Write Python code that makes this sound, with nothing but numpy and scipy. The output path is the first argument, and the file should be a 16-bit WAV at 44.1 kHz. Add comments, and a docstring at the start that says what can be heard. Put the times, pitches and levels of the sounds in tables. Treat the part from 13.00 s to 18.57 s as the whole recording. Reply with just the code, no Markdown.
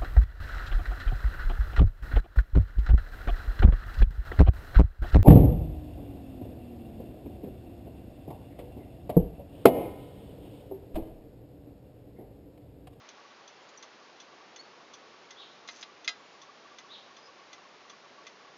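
"""A brass mantel clock ticks in a garden: each impact of its escapement excites damped metal modes.
A finger pushes the minute hand toward the hour, and the hand pings once. The strike train is let go,
whirrs for a moment and is caught; then a lever snaps down loudly and the brass plates ring.
Behind it are a broadband wash of far traffic and foliage, soft low pips, and a few small birds
whose whistles are scattered by leaves and walls."""
import sys
import numpy as np
from scipy import signal
from scipy.fft import rfft, irfft
from scipy.io import wavfile

SR = 44100
rng = np.random.default_rng(int(sys.argv[2]) if len(sys.argv) > 2 else 0)


def digitize_waveform(pressure):
    """Quantize a signal to 16-bit integers and store it at the path in sys.argv[1].

    Rows of a 2-D input are taken as channels; values are limited to [-1, 1].
    """
    field = np.atleast_2d(pressure).T
    bounded = np.clip(field, -1, 1)
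    quanta = np.round(bounded * 32767).astype(np.int16)
    wavfile.write(sys.argv[1], SR, quanta)


N = 245637


def amp(db):
    """Amplitude ratio of a level in decibels."""
    return 10 ** (np.asarray(db) / 20)


def unit_rms(x):
    """Normalisation to rms 1."""
    return x / np.sqrt(np.mean(x ** 2) + 1e-20)


def add(mix, start_s, sound):
    """Superposition: a sound joins the mix at its start time."""
    part = mix[max(round(start_s * SR), 0):][:len(sound)]
    part += sound[:len(part)]


def colour(x, spectrum):
    """Linear filtering by (f/Hz, gain/dB) points, interpolated in log frequency."""
    f, db = np.transpose(spectrum)
    hz = np.fft.rfftfreq(x.shape[-1], 1 / SR)
    gain = amp(np.interp(np.log(hz + 1), np.log(f), db))
    return irfft(rfft(x) * gain, x.shape[-1])


def noise(spectrum, size):
    """Spectral shaping of white noise, at rms 1."""
    return unit_rms(colour(rng.standard_normal(size), spectrum))


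def decay(t, t60):
    """Exponential damping: 60 dB in t60 seconds."""
    return np.exp(-np.log(1000) * t / t60)


def ring(modes, t):
    """Free vibration: a sum of damped modes in random phase."""
    return sum(amp(db) * decay(t, t60) * np.sin(2 * np.pi * (hz * t + rng.random()))
               for hz, db, t60 in modes)


def impact(modes, spectrum, rattle_share, rattle_t60, rise_s):
    """Impact excitation: distinct modes plus a dense, noisy rattle; rms 1 over the first 10 ms."""
    t = np.arange(SR // 3) / SR
    head = SR // 100
    clear = ring(modes, t)
    rattle = noise(spectrum, len(t)) * decay(t, rattle_t60)
    sound = np.sqrt(1 - rattle_share) * clear / clear[:head].std()
    sound += np.sqrt(rattle_share) * rattle / rattle[:head].std()
    sound *= 1 - np.exp(-t / rise_s)
    return sound / sound[:head].std()


# Spectrum of the outdoor noise: f/Hz, relative level/dB
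WASH_SPECTRUM = [(15, -69.5), (25, -49), (49, -37.5), (105, -21), (158, -14.5), (186, -13.5), (237, -10.5),
                 (431, -6), (497, -6.5), (995, -7.5), (1120, -7.5), (1260, -9), (5310, -18), (6580, -23.5),
                 (7600, -39.5), (9880, -67), (16700, -120)]


def wash(level_db=-54, swell_db=3.5, swell_at_s=1.66, swell_width_s=0.39):
    """Incoherent sources, far traffic and foliage, sum to steady noise; its low band swells once."""
    air = amp(level_db) * noise(WASH_SPECTRUM, N)
    low = signal.sosfiltfilt(signal.butter(1, (300, 400), "band", fs=SR, output="sos"), air)
    swell = np.exp(-((np.arange(N) / SR - swell_at_s) / swell_width_s) ** 2)
    return air + low * (amp(swell_db * swell) - 1)


# Ticks and tocks in turn, uneven from tooth to tooth: t/s, relative level/dB
BEATS = [(0.0892, -41), (0.4767, -44.5), (0.826, -39), (1.2004, -42), (1.5609, -39.5), (1.9364, -41.5),
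         (2.307, -39.5), (2.679, -44.5), (3.046, -37.5), (3.4166, -44), (3.7854, -38.5), (4.166, -46.5),
         (4.5305, -38.5), (4.897, -42), (5.2677, -38.5)]
# Modes of the escapement: f/Hz, tick level/dB, tock level/dB, T60/s
ESCAPEMENT_MODES = [(1350, -21, -12, 0.058), (2025, -2, -25, 0.13), (2418, -5, -13, 0.071),
                    (3080, -5.5, -6, 0.02), (3337, -6, -1.5, 0.063), (3494, 1, 1, 0.065),
                    (4140, -3.5, -3.5, .06), (4600, -11, -10, 0.12), (5330, -11.5, -11, 0.099),
                    (5930, -6.5, -5, 0.093), (5840, -17, -5, 0.088), (6310, -0.5, -4, 0.068),
                    (6530, -7, -10.5, 0.041)]
# Spectrum of a beat's rattle: f/Hz, level/dB
BEAT_RATTLE = [(600, -24.5), (1200, 1), (2000, -3.5), (3200, 4.5), (4500, -3), (6300, 2.5), (7200, -17)]


def escapement():
    """Modal ringing: teeth drop on two pallets in turn, a crisp tick and a softer tock, no two alike."""
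    out = np.zeros(N)
    for k, (s, db) in enumerate(BEATS):
        is_tock = k % 2
        tilt = 5 - 1.5 * s  # dB/octave: the beats start bright and slowly grow duller
        modes = []
        for hz, tick_db, tock_db, t60 in ESCAPEMENT_MODES:
            level = (tock_db if is_tock else tick_db) + tilt * np.log2(hz / 3000)
            modes.append((hz, level + 0.73 * rng.standard_normal(), t60))
        if is_tock:
            beat = amp(-6.5) * impact(modes, BEAT_RATTLE, 0.25, rattle_t60=0.11, rise_s=0.0012)
        else:
            beat = amp(-7.5) * impact(modes, BEAT_RATTLE, 0.4, rattle_t60=0.098, rise_s=0.00046)
        add(out, s - 0.0005, amp(db) * beat)
    return out


# The clearest pips from the garden: t/s, relative level/dB
CLEAR_PIPS = [(0.1922, -50), (0.2485, -50), (0.8344, -50), (1.4017, -52), (1.7327, -52), (1.932, -50.5),
              (2.3967, -52), (2.8898, -49.5), (3.4903, -46.5), (3.6532, -47.5), (3.714, -49),
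              (3.843, -49.5), (4.1046, -49), (4.2856, -47.5), (4.3894, -51), (4.8996, -49), (5.1826, -46.5),
              (5.448, -52)]


def pips(pitch_hz=1135.5, rise_s=0.007, width_s=0.0082, gap_s=0.075, growth_db_per_s=0.86):
    """Gaussian tone pulses near one pitch: a few clear ones in a faint, uneven, slowly growing chatter."""
    out = np.zeros(N)
    t = np.arange(-SR // 50, SR // 50) / SR
    clear = [(s + rise_s, db) for s, db in CLEAR_PIPS]
    jitter, spread = rng.standard_normal(size=(120, 2)).T
    times = gap_s * (np.arange(len(jitter)) + 0.3 * jitter)
    levels = -58.5 + growth_db_per_s * times + 3.5 * np.minimum(spread, 1.5)
    faint = [(s, db) for s, db in zip(times, levels)
             if all(abs(s - clear_s) > t[-1] for clear_s, _ in clear)]
    envelope = np.exp(-(t / width_s) ** 2)
    for s, db in clear + faint:
        hz = pitch_hz * (1 + 0.015 * rng.standard_normal())
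        add(out, s + t[0], amp(db - 0.5) * envelope * np.sin(2 * np.pi * hz * t))
    return out


def progress(length_s):
    """Normalised time, 0 to 1 over a note."""
    return np.linspace(0, 1, round(length_s * SR))


def whistle(hz, db, hoarse=0, harmonics=((1, 0),), flutter_hz=540):
    """Amplitude modulation: random flutter spreads a bird's pure tone into a hoarse band."""
    lowpass = signal.butter(3, flutter_hz, fs=SR, output="sos")
    flutter = unit_rms(signal.sosfilt(lowpass, rng.standard_normal(len(hz))))
    cycles = np.cumsum(hz) / SR
    tone = sum(amp(level) * np.sin(2 * np.pi * k * cycles) for k, level in harmonics)
    voice = tone * (np.sqrt(1 - hoarse) + np.sqrt(hoarse) * flutter)
    return amp(db) * voice * signal.windows.tukey(len(hz), 0.15)


# Runs of very high peeps: t/s, level/dB
PEEP_RUNS = [(0.618, -72), (3.186, -73.5)]


def peeps(from_hz=6720, to_hz=7300, length_s=0.028, period_s=0.068):
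    """Linear frequency sweeps: a bird's rising peeps, three to a run."""
    out = np.zeros(N)
    hz = from_hz + (to_hz - from_hz) * progress(length_s)
    for s, db in PEEP_RUNS:
        for k in range(3):
            add(out, s + k * period_s, whistle(hz, db))
    return out


# Blows in the strike work: t/s, relative level/dB, tilt/(dB/octave), rattle share of the power
BLOWS = [(0.689, -50, 17, 0.9), (2.676, -41, 6, 0.9), (2.6875, -30.5, -4, 0.57), (2.8117, -46, 13, 0.7),
         (2.8272, -31.5, -1.5, 0.87), (3.0775, -17, 1, 0.31), (3.091, -29.5, -1, 0.8)]
# Modes of the brass plates and levers: f/Hz, level/dB, T60/s
PLATE_MODES = [(707, -17.5, 0.24), (1240, -13, 0.13), (1297, -10, 0.17), (1450, -16.5, .18),
               (1618, -11.5, 0.23), (1900, 3, 0.029), (2010, -4, 0.16), (2094, 9, 0.069), (2503, 1, 0.08),
               (2770, -11, 0.15), (3122, -12.5, 0.17), (3300, -9, .11), (3530, -10, 0.2), (3380, -4, 0.073),
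               (3920, -2, .1), (3840, -6, .1), (4030, -9, 0.19), (4140, -1.5, 0.11), (4345, -11.5, .11),
               (4870, -4, 0.12), (4990, -8.5, 0.15), (5300, -10.5, .11), (5720, -16, 0.13),
               (5670, -16.5, 0.088), (5750, -11, 0.13), (6300, -11, .07), (6720, -13.5, 0.11),
               (7200, -17, .08)]
# Spectrum of a blow's rattle: f/Hz, level/dB
BLOW_RATTLE = [(180, -65), (300, -32.5), (1240, -13.5), (1480, -11.5), (2100, -11), (2340, -12),
               (2950, -3.5), (3970, -1.5), (4610, -11.5), (4930, -4.5), (5420, -15), (6370, -8),
               (7600, -32), (9880, -74.5), (16700, -120)]


def strike_work():
    """Plate vibration: levers and pins hit the brass; light contacts are brighter."""
    out = np.zeros(N)
    for s, db, tilt, rattle_share in BLOWS:
        modes = [(hz, level + tilt * np.log2(hz / 3000), t60) for hz, level, t60 in PLATE_MODES]
        spectrum = [(hz, level + tilt * np.log2(hz / 3000)) for hz, level in BLOW_RATTLE]
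        blow = impact(modes, spectrum, rattle_share, rattle_t60=0.049, rise_s=0.00018)
        add(out, s, amp(db - 8.5) * blow)
    return out


# Modes of the thin minute hand: f/Hz, level/dB, T60/s
HAND_MODES = [(5840, -44.5, 0.081), (6340, -49, .06), (7300, -63, .04)]


def minute_hand():
    """Free vibration: the hand pings once under the finger."""
    return ring(HAND_MODES, np.arange(SR // 5) / SR)


# Partials of a near bird's chip: harmonic number, level/dB
CHIP_HARMONICS = [(1, -11), (2, 1), (3, -15)]


def chip(start_hz=2127, glide=0.07, length_s=0.033):
    """A harmonic series on a rising fundamental: one bird's chip, loudest in its middle."""
    u = progress(length_s)
    db = -44.5 - 16 * (2 * u - 1) ** 2
    return whistle(start_hz * (1 + glide * u), db, harmonics=CHIP_HARMONICS)


# Arched chirps from the hedge: t/s, duration/s, top f/Hz, level/dB
CHIRPS = [(2.36, .078, 3836, -46), (3.889, .071, 3977, -43.5)]


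def chirps(top_at=0.62):
    """Frequency and amplitude modulation: pitch and level climb, then drop as the note turns hoarse."""
    out = np.zeros(N)
    for s, length_s, top_hz, top_db in CHIRPS:
        u = progress(length_s)
        before = np.maximum(1 - u / top_at, 0)
        after = np.maximum(u - top_at, 0) / (1 - top_at)
        hz = top_hz * (1 - 0.17 * before ** 1.4 - 0.26 * after ** 2)
        db = top_db - 11.5 * before ** 2 - 2.5 * after ** 2
        add(out, s, whistle(hz, db, hoarse=u ** 1.3))
    return out


def strike_train(free_s=0.154, start_hz=76, gain_hz_per_s=400, db_per_octave=4):
    """Gear noise pulses at the tooth rate: the freed wheels whirr faster and louder until caught."""
    t = np.arange(0, free_s, 1 / SR)
    tooth_hz = start_hz + gain_hz_per_s * t
    teeth = np.cumsum(tooth_hz) / SR
    tooth_db = 2.2 * rng.standard_normal(int(teeth[-1]) + 1)[teeth.astype(int)]
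    contact = 0.25 + np.exp(-(teeth % 1) / 0.32)
    rasp = rng.standard_normal(len(t)) * amp(tooth_db) * contact
    gain = amp(-55.5 + db_per_octave * np.log2(tooth_hz / start_hz))
    return gain * wheel_resonance(rasp) * signal.windows.tukey(len(t), 0.1)


# Response of the train's wheels: f/Hz, level/dB
TRAIN_SPECTRUM = [(200, -55), (1500, -7), (3500, -7), (4800, -2.5), (5400, -4), (6200, 4), (7000, -14),
                  (7700, -13)]


def wheel_resonance(rasp):
    """Source and filter: the wheels colour the rasp of their teeth; rms 1."""
    return unit_rms(colour(rasp, TRAIN_SPECTRUM))


# Thin notes of another bird: t/s, level/dB
THIN_NOTES = [(4.18, -59), (4.226, -58), (4.256, -53.5)]


def thin_notes(pitch_hz=5045, length_s=0.023):
    """Narrow-band tone bursts: three slightly hoarse whistles of constant pitch."""
    out = np.zeros(N)
    for s, db in THIN_NOTES:
        add(out, s, whistle(np.full(round(length_s * SR), pitch_hz), db, hoarse=0.12))
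    return out


def garden(x, t60):
    """Reverberation: leaves and walls scatter a call into a short tail."""
    t = np.arange(SR // 2) / SR
    tail = rng.standard_normal(len(t)) * decay(t, t60) * (1 - np.exp(-t / 0.002))
    return signal.fftconvolve(x, tail / np.linalg.norm(tail))[:N]


def scene():
    """Superposition of the close clock and the garden; far birds are more reverberant than near ones."""
    clock = escapement() + strike_work()
    add(clock, 2.675, strike_train())
    add(clock, 0.775, minute_hand())
    radiation = signal.butter(2, 220, "high", fs=SR, output="sos")  # small parts radiate no bass
    mix = signal.sosfilt(radiation, clock) + pips()
    far, near = chirps(), thin_notes()
    add(near, 1.585, chip())
    near += peeps()
    mix += amp(-2.5) * far + amp(-2) * garden(far, t60=0.53)
    mix += near + amp(-10) * garden(near, t60=0.4)
    return (mix + wash())[None]


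def record(dry, cutoff_hz=7700):
    """Band limiting: deep bass and top treble roll off, and a steep low-pass ends the spectrum."""
    soft = colour(dry, [(20, -7.5), (60, -0.5), (6500, -1), (7000, 1.0), (7400, -8.0), (7800, -11.5)])
    lowpass = signal.firwin(301, cutoff_hz, window=("kaiser", 8), fs=SR)
    return signal.oaconvolve(soft, lowpass[None], "same")


dry = scene()
out = record(dry)
digitize_waveform(out)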